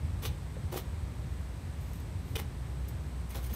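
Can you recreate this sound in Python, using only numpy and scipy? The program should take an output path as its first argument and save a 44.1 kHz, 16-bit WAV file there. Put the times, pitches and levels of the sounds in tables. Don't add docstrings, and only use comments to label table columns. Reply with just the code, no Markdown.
import sys
import numpy as np
from scipy import signal
from scipy.fft import rfft, irfft, next_fast_len
from scipy.io import wavfile

SR = 44100
rng = np.random.default_rng(int(sys.argv[2]) if len(sys.argv) > 2 else 0)


def digitize_waveform(pressure):
    field = np.atleast_2d(pressure).T
    bounded = np.clip(field, -1, 1)
    quanta = np.round(bounded * 32767).astype(np.int16)
    wavfile.write(sys.argv[1], SR, quanta)


N = 156555
T = np.arange(N) / SR

# pitch_hz, level_db (per Hz)
TRAFFIC_COLOUR = [(20, -48), (31, -38), (39, -14.5), (48, -6), (60, -0.5), (88, -0.5), (110, -4.5),
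                  (150, -8), (200, -17.5), (290, -21.5), (450, -27), (720, -30.5), (950, -30.5),
                  (1350, -35), (2050, -36.5), (3000, -41.5), (3800, -41.5), (5200, -46), (7200, -48),
                  (10000, -51.5), (14000, -52.5), (15800, -69)]
# time_s, level_db
RUMBLE_SWELL = [(0, 2), (.5, -2), (1.05, 2), (1.3, 0), (1.65, -1.5), (2.0, 1), (2.6, -2), (3.0, -0.5),
                (3.55, -4)]
# time_s, level_db
HUM_LEVEL = [(0, -52), (1.2, -45), (2.0, -49), (2.8, -38), (3.55, -40)]
# pitch_hz, level_db (per Hz)
INSECT_COLOUR = [(6800, -39), (7500, -12.5), (7900, 0), (8250, -2), (8600, -6), (9100, -3.5), (9550, -18.5),
                 (10500, -27)]
TRAFFIC_DB, RUMBLE_SWING_DB = -38, 1.53
HUM_HZ, HUM_WANDER_HZ = 62.47, 1.09
INSECTS_DB, INSECTS_SWING_DB = -68, 1.0

# delay_s, level_db (against the direct sound)
YARD_ECHOES = [(.0021, -23.5), (.0052, -21), (.0135, -17.5), (.021, -12.5)]
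YARD_T60_S, YARD_DB, YARD_DULL_HZ = 0.27, -14, 5970

# start_s, rise_s, hold_s, fade_t60_s, level_db
CLOTH_BRUSHES = [(1.803, .004, .02, 0.22, -63), (1.855, .03, .11, .3, -68), (1.933, .001, .001, .025, -58),
                 (1.956, .001, .001, .03, -56), (1.969, .002, .002, .04, -68),
                 (1.999, .002, .003, .05, -61), (2.22, 0.071, .02, .25, -63),
                 (2.88, .004, .004, 0.091, -54.5), (3.291, .001, .002, .06, -56)]
# pitch_hz, level_db (per Hz)
BRUSH_COLOUR = [(2000, -30), (6000, -8), (8500, -13), (10800, -10), (12400, -7), (13500, -3), (14600, -7),
                (15800, -20)]
# time_s, level_db
JINGLE_TOUCHES = [(2.886, -53), (3.305, -47.5), (3.311, -58), (3.429, -51.5), (3.441, -49), (3.464, -49),
                  (3.517, -64), (3.533, -57), (3.538, -47)]
# pitch_hz, level_db, fade_t60_s
FITTING_TONES = [(6420, -9, 0.083), (8100, -11, 0.064), (8800, -16, .06), (9220, -9, 0.069),
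                 (10870, -10, 0.054), (12200, -11, 0.055), (12800, -12, 0.052), (13600, -2.5, 0.067),
                 (14100, -11, 0.064)]
JINGLE_SPREAD_DB = 5

# time_s, peak_db
GRAIN_CRACKS = [(.2525, -22), (.2585, -26), (.2625, -34), (.772, -33), (.7775, -24.5), (2.3555, -26.5),
                (2.369, -23.5), (2.3955, -39), (3.352, -40)]
# pitch_hz, level_db (per Hz)
CRACK_COLOUR = [(300, -11), (1200, -2.5), (3600, -6), (6000, -17), (8000, -9), (13500, -19), (16000, -20)]
# time_s, peak_db, pitch_hz, fade_t60_s
SHOE_KNOCKS = [(.567, -35, 520, 0.032), (.730, -35, 360, 0.11), (.735, -35, 540, 0.032),
               (.7425, -27, 745, 0.015), (0.76, -28.5, 480, 0.026), (0.775, -37, 1240, 0.023),
               (2.3638, -37.5, 442, 0.092), (3.351, -40.5, 800, 0.034)]
# pitch_ratio (multiple of the knock's pitch), level_db, share of its fade_t60
SHOE_TONES = [(1, -0.5, 1), (1.3, -17.5, .5), (2.4, -22, 0.27)]
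# time_s, peak_db, pitch_hz, fade_t60_s
WEIGHT_THUMPS = [(0.251, -36, 60, .14), (0.639, -24, 78.4, 0.17), (2.338, -23, 68, 0.19),
                 (2.420, -35.5, 233, 0.037), (3.359, -40, 229, 0.093), (3.518, -35.5, 215, 0.13)]

# start_s, rise_s, hold_s, fade_t60_s, sole_db, scrape_db, rasp_hz, sand_db
SOLE_SCUFFS = [(.219, 0.0096, 0.017, .08, -46, -47, 3000, -46.5),
               (.250, 0.0027, .013, 0.068, -45, -41, 3940, -48),
               (0.713, 0.014, 0.036, 0.074, -43.5, -52, 2870, -54.5),
               (0.762, 0.011, 0.0045, 0.098, -46, -46.5, 3560, -40),
               (2.353, 0.0031, 0.008, 0.04, -43.5, -38, 2840, -46),
               (2.381, 0.012, 0.0072, 0.04, -43, -45.5, 2050, -45.5),
               (3.302, .003, .007, 0.17, -66, -54.5, 2100, -52),
               (3.344, 0.0045, 0.0053, 0.13, -46.5, -54, 3400, -49),
               (3.355, .004, .016, .16, -51, -57, 4030, -63),
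               (3.415, 0.018, 0.036, .16, -71, -62.5, 2980, -52.5),
               (3.493, .006, 0.015, 0.12, -51, -59.5, 3480, -62),
               (3.526, .008, .014, .10, -53, -65, 2600, -48.5)]
# pitch_hz, level_db (per Hz)
SOLE_COLOUR = [(120, -27.5), (250, -7), (370, 2.5), (600, -2), (800, -3), (1000, -5.5), (1220, -7),
               (1500, -12.5), (3000, -18)]
# pitch_hz, level_db (per Hz)
SCRAPE_COLOUR = [(700, -11), (1400, -6), (2100, -1), (2500, -2), (3500, -1), (4600, -4), (6000, -2),
                 (7300, -16), (11000, -6.5)]
# pitch_hz, level_db (per Hz)
SAND_COLOUR = [(2500, -2.5), (5500, -4), (7400, -8.5), (8600, -7), (10500, -4), (12000, -4), (13400, 4.5),
               (14600, -10.5), (15800, -1)]
# pitch_hz, width_hz, level_db
SCRAPE_RESONANCES = [(1860, 38, 5.5), (2125, 41, -2), (2486, 50, 4), (2985, 55, 1), (3520, 100, 0.5),
                     (3950, 64, -3), (6150, 120, 4)]
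RASP_DB, RASP_WIDTH_HZ = -3.5, 670
GRAINS_PER_S, GRAIN_SPREAD_DB, RUB_SHARE = 3000, 4, 0.31

CUTOFF_HZ = 15650


def from_db(db):
    return 10 ** (np.asarray(db) / 20)


def rms_one(x):
    return x / np.sqrt(np.mean(x ** 2) + 1e-20)


def colour(x, spectrum):
    size = 2 * next_fast_len(len(x))
    table_hz, table_db = np.transpose(spectrum)
    hz = np.maximum(np.fft.rfftfreq(size, 1 / SR), 1)
    level_db = np.interp(np.log(hz), np.log(table_hz), table_db)
    cepstrum = irfft(np.log(from_db(level_db)))
    cepstrum[1:size // 2] *= 2
    cepstrum[size // 2 + 1:] = 0
    response = np.exp(rfft(cepstrum))
    return irfft(rfft(x, size) * response)[:len(x)]


def noise(spectrum):
    return rms_one(colour(rng.standard_normal(N + SR), spectrum)[SR:])


def drift(rate_hz):
    hz = np.fft.rfftfreq(N, 1 / SR)
    smoothing = (hz > 0) / (1 + (hz / rate_hz) ** 2) ** 2
    return rms_one(irfft(rfft(rng.standard_normal(N)) * smoothing, N))


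def clicks(rows):
    out = np.zeros(N)
    for time_s, level_db in rows:
        out[min(int(time_s * SR), N - 1)] += from_db(level_db)
    return out


def ring(x, hz, t60):
    radius = from_db(-60 / (t60 * SR))
    angle = 2 * np.pi * hz / SR
    return signal.lfilter([0, np.sin(angle)], [1, -2 * radius * np.cos(angle), radius ** 2], x + 1e-18)


def resonance(x, hz, width_hz):
    return signal.lfilter(*signal.iirpeak(hz, hz / width_hz, fs=SR), x)


def stroke(start, rise, hold, t60):
    fade = np.maximum(T - start - rise - hold, 0) / t60
    return np.clip((T - start) / rise, 0, 1) * np.exp(-np.log(1000) * fade)


def friction(spectrum):
    sizes_db = GRAIN_SPREAD_DB * np.minimum(rng.exponential(1, N), 5)
    sizes = from_db(sizes_db) * rng.choice([-1, 1], N)
    slips = rms_one(sizes * (rng.random(N) < GRAINS_PER_S / SR))
    rubbing = rng.standard_normal(N)
    mix = np.sqrt(1 - RUB_SHARE) * slips + np.sqrt(RUB_SHARE) * rubbing
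    return rms_one(colour(mix, spectrum))


def far_traffic():
    traffic = from_db(TRAFFIC_DB) * noise(TRAFFIC_COLOUR)
    rumble = signal.sosfilt(signal.butter(1, 180, fs=SR, output="sos"), traffic)
    swell_db = np.interp(T, *np.transpose(RUMBLE_SWELL)) + RUMBLE_SWING_DB * drift(2.8)
    return traffic + rumble * (from_db(swell_db) - 1)


def engine_hum():
    turns = np.cumsum(HUM_HZ + HUM_WANDER_HZ * drift(2.6)) / SR
    level = from_db(np.interp(T, *np.transpose(HUM_LEVEL)))
    return level * np.sqrt(2) * np.sin(2 * np.pi * turns)


def insects():
    return from_db(INSECTS_DB + INSECTS_SWING_DB * drift(25)) * noise(INSECT_COLOUR)


def background():
    return far_traffic() + engine_hum() + insects()


def yard(x):
    t = T[:SR]
    dulling = signal.butter(1, YARD_DULL_HZ, fs=SR, output="sos")
    tail = signal.sosfilt(dulling, rng.standard_normal(SR))
    tail = tail * np.exp(-np.log(1000) * t / YARD_T60_S)
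    tail = tail * np.minimum(t / 0.0097, 1)
    tail = from_db(YARD_DB) * tail / np.linalg.norm(tail)
    response = signal.unit_impulse(SR) + clicks(YARD_ECHOES)[:SR] + tail
    return signal.fftconvolve(x, response / np.linalg.norm(response))[:N]


def brushes():
    loudness = sum(from_db(level_db) * stroke(start, rise, hold, t60)
                   for start, rise, hold, t60, level_db in CLOTH_BRUSHES)
    return friction(BRUSH_COLOUR) * loudness


def jingles():
    touch_s, touch_db = np.transpose(JINGLE_TOUCHES)
    bounce_s = touch_s + rng.uniform(0.0015, 0.006, len(touch_s))
    times = np.concatenate([touch_s, bounce_s])
    levels_db = np.concatenate([touch_db, touch_db - 14])
    out = np.zeros(N)
    for k, (hz, tone_db, t60) in enumerate(FITTING_TONES):
        strikes_db = levels_db + tone_db + JINGLE_SPREAD_DB * rng.standard_normal(len(times))
        out += (-1) ** k * ring(clicks(zip(times, strikes_db)), hz, t60)
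    return out


def cracks():
    peak = np.abs(colour(signal.unit_impulse(SR), CRACK_COLOUR)).max()
    return colour(clicks(GRAIN_CRACKS), CRACK_COLOUR) / peak


def footfalls():
    out = np.zeros(N)
    for time_s, peak_db, hz, t60 in SHOE_KNOCKS:
        for ratio, tone_db, share in SHOE_TONES:
            out += ring(clicks([(time_s, peak_db + tone_db)]), hz * ratio, t60 * share)
    for time_s, peak_db, hz, t60 in WEIGHT_THUMPS:
        out += ring(clicks([(time_s, peak_db)]), hz, t60)
    return out


def scuffs():
    sole, scrape, sand = friction(SOLE_COLOUR), friction(SCRAPE_COLOUR), friction(SAND_COLOUR)
    resonances = sum(from_db(level_db) * resonance(scrape, hz, width_hz)
                     for hz, width_hz, level_db in SCRAPE_RESONANCES)
    scrape = rms_one(scrape + resonances)
    out = np.zeros(N)
    for start, rise, hold, t60, sole_db, scrape_db, rasp_hz, sand_db in SOLE_SCUFFS:
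        rasp = rms_one(resonance(scrape, rasp_hz, RASP_WIDTH_HZ))
        rasping = rms_one(scrape + from_db(RASP_DB) * rasp)
        contact = from_db(sole_db) * sole + from_db(scrape_db) * rasping + from_db(sand_db) * sand
        out += stroke(start, rise, hold, t60) * contact
    return out


def scene():
    close_sounds = brushes() + jingles() + cracks() + footfalls() + scuffs()
    return (background() + yard(close_sounds))[None]


def record(dry):
    x = signal.sosfilt(signal.butter(8, 38, "high", fs=SR, output="sos"), dry)
    return signal.sosfilt(signal.ellip(12, .1, 80, CUTOFF_HZ, fs=SR, output="sos"), x)


dry = scene()
out = record(dry)
digitize_waveform(out)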